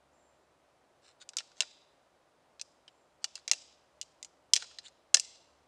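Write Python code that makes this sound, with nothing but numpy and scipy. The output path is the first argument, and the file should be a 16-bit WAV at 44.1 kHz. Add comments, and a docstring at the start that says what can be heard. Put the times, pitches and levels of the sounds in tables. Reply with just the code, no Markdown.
"""Soft forest air over a faint far rumble, then a thin bird note; then a seated hunter's antlers clack.
He knocks two deer antlers together in short bursts inside a blind of piled logs.
Each clack is a noise crack plus decaying sine modes of the bone, and many rebound; tines rub as filtered slips.
The bird is a sine with a moving pitch; the trunks' long bright wash is a convolution with decaying noise.
Air is shaped noise, and the far traffic is a wavering hum and drone."""
import sys
import numpy as np
from scipy import signal
from scipy.io import wavfile
from scipy.ndimage import uniform_filter1d, minimum_filter1d

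SR = 44100
rng = np.random.default_rng(int(sys.argv[2]) if len(sys.argv) > 2 else 0)


def dump_mix(stems):
    """Bounce the given channels to the path in sys.argv[1] as a 16-bit WAV at rate SR."""
    frames = np.atleast_2d(stems).T  # one column per channel
    limited = np.clip(frames, -1, 1)  # hard clip at full scale
    pcm = np.round(limited * 32767).astype(np.int16)
    wavfile.write(sys.argv[1], SR, pcm)


N = 250047


REBOUND_LOSS_DB, REBOUND_SOFTER_DB, REBOUND_FULLER_DB = 12.5, 4, 2
SHORTEST_REBOUND_S = .005
KNOCK_HARDNESS_DB, KNOCK_BODY_DB, KNOCK_TINE_HZ, KNOCK_BEAM_HZ = -4.5, -1.5, 3700, 1510
# Tine on tine: start_s [s], level_db [relative dB, 2.2-5.5 kHz], hardness_db [dB of snap over level],
# body_db [dB over level], tine_hz [Hz], beam_hz [Hz], rebound_s [s after the clack; .005 or less: none]
TINE_CLACKS = [(1.2903, -49.5, 5, -14.5, 4980, 2770, 0), (1.3688, -37.5, 6.5, -13, 4900, 1345, .0136),
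               (1.3852, -34.5, -2.5, -19, 5550, 2770, .012), (1.6056, -25, -1.5, -12.5, 4030, 2755, .0156),
               (2.596, -49, -6, -13, 3990, 2630, 0.001), (2.6135, -43.5, 5.5, -17.5, 5250, 2610, 0),
               (2.8792, -52, -12.5, -12, 3186, 2904, 0.0003),
               (3.2428, -32, 0.5, -12.5, 4740, 2900, 0.00091), (3.355, -43.5, 1, -18, 4900, 2710, .011),
               (3.478, -37, 1.5, -10.5, 6050, 2172, .018), (3.514, -24.5, 4.5, -12.5, 6440, 2730, .019),
               (4.0137, -40.5, 3.5, -24.5, 7100, 2880, .0137), (4.2279, -47.5, 4.5, -16, 6840, 2080, 0),
               (4.247, -52.5, 6.5, -11.5, 6740, 3116, 0.00079),
               (4.535, -21.5, 4.5, -21.5, 5100, 3180, .0212), (4.563, -27, 0.5, -16.5, 5700, 1865, .011),
               (4.786, -41.5, -7.5, -12.5, 4184, 1928, 0.00032),
               (4.882, -59.5, 1.5, -7.5, 4440, 2300, 0.00053), (5.1431, -25.5, 7, -14.5, 6050, 1750, 0),
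               (5.1446, -20, 4.5, -11, 5070, 1800, .0245), (5.1972, -39.5, 9, -20, 5130, 2810, 0.00019)]
# Dull knocks of beam on beam as the antlers settle: start_s [s], level_db [relative dB, 2.2-5.5 kHz]
BEAM_KNOCKS = [(1.3341, -58), (1.404, -49), (1.517, -65), (1.631, -51), (3.378, -60), (4.6234, -44.5),
               (4.643, -58), (4.712, -63)]


def contacts():
    """Lossy impact: a rebound returns weaker, softer and fuller; yields clacks, rebounds and knocks."""
    for start_s, level_db, hardness_db, body_db, tine_hz, beam_hz, rebound_s in TINE_CLACKS:
        yield start_s, level_db, hardness_db, body_db, tine_hz, beam_hz
        if rebound_s > SHORTEST_REBOUND_S:
            yield (start_s + rebound_s, level_db - REBOUND_LOSS_DB, hardness_db - REBOUND_SOFTER_DB,
                   body_db + REBOUND_FULLER_DB, tine_hz, beam_hz)
    for start_s, level_db in BEAM_KNOCKS:
        yield start_s, level_db, KNOCK_HARDNESS_DB, KNOCK_BODY_DB, KNOCK_TINE_HZ, KNOCK_BEAM_HZ


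# Modes of the hand-held antlers: mode_hz [Hz], level_db [relative dB], lasting [multiple of the ring's t60]
ANTLER_MODES = [(564, -17, 1.3), (784, -16.5, 1.2), (1050, -16, 1.3), (1390, -8, 1.2), (1750, -8, 1.3),
                (2520, -14, 1.0), (2863, -5, 1.1), (3180, -7.5, 1.0), (3510, -0.5, 1.1), (4030, 4, 1.3),
                (4588, 1, 1.1), (5030, 1.5, 1.1), (5190, -2.5, 1.0), (6050, 0, 1.0), (6780, 1, 1.0),
                (7420, -4.5, .9), (7410, -2, .9), (8220, -2.5, 1.0), (9150, -4, .9), (9400, -14, .7)]


def antler_ring(t, t60, uneven_db, grip_detune):
    """Modal superposition: contact point and grip give each mode a new strength and slightly new pitch."""
    mode_hz, level_db, lasting = np.transpose(ANTLER_MODES)[:, :, None]
    strength, detune, sign = rng.standard_normal((3, len(ANTLER_MODES), 1))
    decay = from_db(level_db + uneven_db * strength - 60 * t / (t60 * lasting))
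    modes = np.sign(sign) * decay * np.sin(2 * np.pi * mode_hz * (1 + grip_detune * detune) * t)
    return np.sum(modes, axis=0)


def log_pile(t, echo_db, t60):
    """Early reflection: direct sound, then a scatter of quick echoes from the logs and the ground."""
    arrivals = (rng.random(len(t)) < .05) * (t > .0015)
    echoes = rng.standard_normal(len(t)) * arrivals * from_db(-60 * t / t60)
    return (t == 0) + from_db(echo_db) * echoes / (np.linalg.norm(echoes) + 1e-12)


# A harder contact has more edge and a shorter ring.
EDGE_DB, EDGE_PER_HARDNESS = -15.5, 1.35
RING_T60_S, RING_HALVING_DB = .029, 21.5   # base decay; hardness rise that halves it
# Registers of a clack, in the order body, level, snap, edge: low_hz [Hz], high_hz [Hz]
CLACK_REGISTERS = [(900, 2200), (2200, 5500), (5500, 8500), (8200, 11300)]


def clacks(tick_db, crack_db, tine_db, beam_db, echo_db,
           crack_share=1.0, ring_share=0.54, thud_db=-11.0, thud_t60=0.07):
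    """Impact excitation: a contact cracks and rings the bone; its place and hardness weight the registers."""
    out, t = np.zeros(N), np.arange(SR // 12) / SR
    filters = [signal.butter(3, edges, "band", fs=SR, output="sos") for edges in CLACK_REGISTERS]
    for start_s, level_db, hardness_db, body_db, tine_hz, beam_hz in contacts():
        edge_db = EDGE_DB + EDGE_PER_HARDNESS * hardness_db
        t60 = RING_T60_S * .5 ** (hardness_db / RING_HALVING_DB)

        # a sharp tick at contact, then the crowd of quickly damped modes of the tines
        tick = from_db(tick_db) * (t == 0)
        crowd = rng.standard_normal(len(t)) * from_db(-60 * t / (t60 * crack_share))
        crack = from_db(crack_db) * band(tick + crowd, 2200, 7300)
        bone = antler_ring(t, t60 * ring_share, uneven_db=2.0, grip_detune=0.014) + crack

        # the struck tine and its beam stand out
        bone = emphasis(bone, tine_hz, 6.5, tine_db)
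        bone = emphasis(bone, beam_hz, 17, beam_db)
        blow = signal.fftconvolve(bone, log_pile(t, echo_db, t60=0.038))[:len(t)]

        # each register is set to its own rms, 9.5 dB below the tabled levels
        weights = from_db(level_db - 9.5 + np.array([body_db, 0, hardness_db, edge_db]))
        sound = sum(w * rms_one(signal.sosfilt(sos, blow)) for w, sos in zip(weights, filters))

        # the heavy base of the antler answers with a dull knock, set relative to the body register
        thud_noise = rng.standard_normal(len(t)) * from_db(-60 * t / thud_t60)
        thud = rms_one(band(thud_noise, 470, 880))
        add(out, start_s, sound + weights[0] * from_db(thud_db) * thud)
    return out


SLIDE_CREST = 0.48   # share of a slide over which the pressure builds before the tines part
# Sliding tines: start_s [s], end_s [s], level_db [dB of rms before the rise and fall]
TINE_SLIDES = [(1.016, 1.143, -61.5), (1.198, 1.243, -52.5), (1.557, 1.616, -59), (3.216, 3.25, -65.5),
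               (3.354, 3.409, -57.5), (4.59, 4.635, -48), (4.69, 4.745, -62.5), (4.825, 4.899, -55),
               (5.176, 5.186, -46.5)]


def slides(slips_per_s=2200, uneven_db=2.0, grit_db=10):
    """Stick-slip friction: rough tines catch and slip, each slip a tiny gritty blow on the same modes."""
    out, t = np.zeros(N), np.arange(SR // 20) / SR
    for start_s, end_s, level_db in TINE_SLIDES:
        hardest_s = start_s + SLIDE_CREST * (end_s - start_s)
        s = np.arange(start_s, max(end_s, start_s + .005), 1 / SR)
        size = rng.standard_normal(len(s)) * from_db(uneven_db * rng.standard_normal(len(s)))
        slips = size * (rng.random(len(s)) < slips_per_s / SR)
        ring = antler_ring(t, 0.015, uneven_db=1.5, grip_detune=0.034)
        ringing = signal.fftconvolve(slips, ring)[:len(s)]
        rub = rms_one(band(ringing + 10 * from_db(grit_db) * slips, 1200, 8100, order=6))
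        pressure = np.interp(s, [start_s, hardest_s, end_s], [0, 1, 0])
        add(out, start_s, from_db(level_db) * rub * pressure)
    return out


# A catching tine creaks upward as it runs toward the tip:
# start_s [s], end_s [s], first_hz [Hz], last_hz [Hz], level_db [relative dB, before the swell and roughness]
TINE_CREAKS = [(4.838, 4.88, 2900, 4500, -57)]


def creaks(rough_hz=1100):
    """Length and pitch: the free length of the tine shortens, so its rough note rises."""
    out = np.zeros(N)
    for start_s, end_s, first_hz, last_hz, level_db in TINE_CREAKS:
        along = np.linspace(0, 1, max(int((end_s - start_s) * SR), 2))
        pitch_hz = first_hz + (last_hz - first_hz) * along ** 2
        phase = 2 * np.pi * np.cumsum(pitch_hz) / SR
        roughness = narrow_noise(300, rough_hz)[:len(along)]
        swell = 2 * np.sin(np.pi * along ** 2)
        add(out, start_s, from_db(level_db) * swell * roughness * np.sin(phase))
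    return out


BIRD_HZ = 7450   # centre of the held pitch
# Thin bird notes: start_s [s], end_s [s], level_db [dB of direct peak amplitude]
BIRD_NOTES = [(.127, .335, -78), (2.89, 3.06, -84)]


def bird(upsweep_hz=900, quaver_hz=110, buzz_hz=250):
    """Frequency modulation: a high note flicks up, buzzes at first and is then held with a quaver."""
    out = np.zeros(N)
    for start_s, end_s, level_db in BIRD_NOTES:
        t = np.arange(0, end_s - start_s, 1 / SR)
        buzz = -buzz_hz * np.exp(-t / .08) * narrow_noise(140, 120)[:len(t)] ** 2
        flick = -upsweep_hz * np.exp(-t / .004)
        quaver = quaver_hz * narrow_noise(60, 80)[:len(t)]
        pitch_hz = BIRD_HZ + flick + buzz + quaver
        swell = np.clip(np.minimum(t / .004, (end_s - start_s - t) / .04), 0, 1)
        add(out, start_s, from_db(level_db) * swell * np.sin(2 * np.pi * np.cumsum(pitch_hz) / SR))
    return out


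# Wash from the trunks: band_hz [Hz], level_db [relative dB per Hz], t60_s [s, near trunks]
WOOD_WASH = [(399, -8, 0.55), (1500, 0.5, 0.32), (2800, -3.5, 0.88), (4100, 0.5, 0.7), (6200, -2, 0.57),
             (8000, -2, 0.56), (9600, 1, 0.38), (11500, -3, .3), (15000, -6, .27)]


def wood(x, build_s=.04, trunk_db=1.5, far_db=-20):
    """Reverberation: trunk echoes thicken, then decay band by band; far trees linger twice as long."""
    t = np.arange(SR) / SR
    wash = 0
    for hz, noise in noise_bands(SR):
        level_db, t60 = at_hz(WOOD_WASH, hz)
        near = from_db(-60 * t / t60)
        far = from_db(far_db - 60 * t / (2 * t60))
        wash = wash + noise * from_db(level_db) * np.hypot(near, far)
    # uneven trunks make the wash lumpy
    lumps = np.interp(t, np.linspace(0, 1, num=250), rng.standard_normal(size=250))
    wash = wash * from_db(trunk_db * lumps) * np.clip(t / build_s, 0, 1) ** 1.5
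    return signal.fftconvolve(x, wash / np.linalg.norm(wash))[:N]


AIR_DB, HUM_HZ, DRONE_HZ = -69, 71, 595   # air rms; pitches of the far traffic
# Still air of the forest: band_hz [Hz], level_db [relative dB per Hz]
AIR_SPECTRUM = [(15, -48.5), (25, -20.5), (75, -11.5), (107, -11.5), (133, -7), (204, -12.5), (240, -7.5),
                (349, -5), (389, -8), (598, -1.5), (997, -6.5), (1080, -7.5), (2010, -16), (8810, -27),
                (15500, -49)]
# Hum of the far traffic: time_s [s], level_db [dB]
HUM_LEVELS = [(0, -84.5), (1.0, -92.5), (3.0, -91), (3.499, -85), (4.5, -85), (5.67, -82.5)]


def distance(drone_db=-82, waver=.35, overtone_db=-10):
    """Broadband and tonal background: soft forest air, with the hum and drone of far traffic."""
    t = np.arange(N) / SR
    air = rms_one(sum(noise * from_db(at_hz(AIR_SPECTRUM, hz)[0]) for hz, noise in noise_bands(N)))
    hum = np.sqrt(2) * np.sin(2 * np.pi * HUM_HZ * t) + waver * narrow_noise(HUM_HZ, 8)
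    hum = hum + from_db(overtone_db) * narrow_noise(2 * HUM_HZ, 12)
    hum_gain = from_db(np.interp(t, *np.transpose(HUM_LEVELS)))
    drone = from_db(drone_db) * narrow_noise(DRONE_HZ, 36)
    return from_db(AIR_DB) * air + hum_gain * hum + drone


def from_db(db):
    """Logarithmic level: decibels to amplitude gain."""
    return 10 ** (np.asarray(db) / 20)


def rms_one(x):
    """Effective value: scale to an rms of 1."""
    return x / np.sqrt(np.mean(x ** 2) + 1e-20)


def band(x, low, high, order=2):
    """Band limitation: a causal band-pass."""
    sos = signal.butter(order, [low, min(high, .45 * SR)], "band", fs=SR, output="sos")
    return signal.sosfilt(sos, x + 1e-18)


def emphasis(x, hz, q, boost_db):
    """Resonance: lift one narrow peak out of a sound."""
    return x + (from_db(boost_db) - 1) * signal.lfilter(*signal.iirpeak(hz, q, fs=SR), x)


def at_hz(rows, hz):
    """Logarithmic frequency: read the columns of a spectrum at one frequency."""
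    points, *columns = np.transpose(rows)
    return [np.interp(np.log(hz), np.log(points), c) for c in columns]


def add(track, s, sound):
    """Superposition: mix a sound into a track at a time."""
    at = int(s * SR)
    track[at:at + len(sound)] += sound[:N - at]


def narrow_noise(hz, width_hz):
    """Resonant filtering: noise passed twice through one resonance becomes a wavering tone."""
    r = np.exp(-np.pi * width_hz / SR)
    poles = [1, -2 * r * np.cos(2 * np.pi * hz / SR), r * r]
    once = signal.lfilter([1], poles, rng.standard_normal(N + SR))
    return rms_one(signal.lfilter([1], poles, once)[SR:])


def noise_bands(size):
    """Third-octave analysis: bands of noise with their centres; neighbours are unrelated."""
    edges = np.geomspace(20, 16000, num=30)
    white = rng.standard_normal((2, size + SR // 2))
    return [(np.sqrt(low * high), band(white[k % 2], low, high, order=2)[-size:])
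            for k, (low, high) in enumerate(zip(edges, edges[1:]))]


# Antler resonances lifted in the sound that reaches the trees: mode_hz [Hz], q [ratio], boost_db [dB]
LINGERING_MODES = [(4030, 41, 3.5), (5100, 55, 3)]


def scene():
    """Direct and reverberant fields: antlers near the microphone, the bird deep among the trees."""
    rubbing, call = slides() + creaks(), bird()
    direct = clacks(tick_db=16.5, crack_db=9, tine_db=5.5, beam_db=9, echo_db=-11) + rubbing
    # the trees gather what the antlers radiate in all directions, so the struck tine and beam stand out less
    all_round = clacks(tick_db=30, crack_db=12, tine_db=1.5, beam_db=1.5, echo_db=-20) + rubbing
    for mode_hz, q, boost_db in LINGERING_MODES:
        all_round = emphasis(all_round, mode_hz, q, boost_db)
    reverberant = wood(from_db(-28.5) * all_round + .5 * call)
    return (direct + call + reverberant + distance())[None]


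CUTOFF_HZ = 15400


def record(dry):
    """Peak limiting and low-pass: a quick limiter holds peaks to .85, then the top is cut."""
    allowed = np.minimum(1, .85 / (np.abs(dry) + 1e-9))
    gain = uniform_filter1d(minimum_filter1d(allowed, size=89), size=89)   # 2 ms windows
    low_pass = signal.ellip(10, .2, 70, CUTOFF_HZ, fs=SR, output="sos")
    return signal.sosfilt(low_pass, gain * dry)


dry = scene()
out = record(dry)
dump_mix(out)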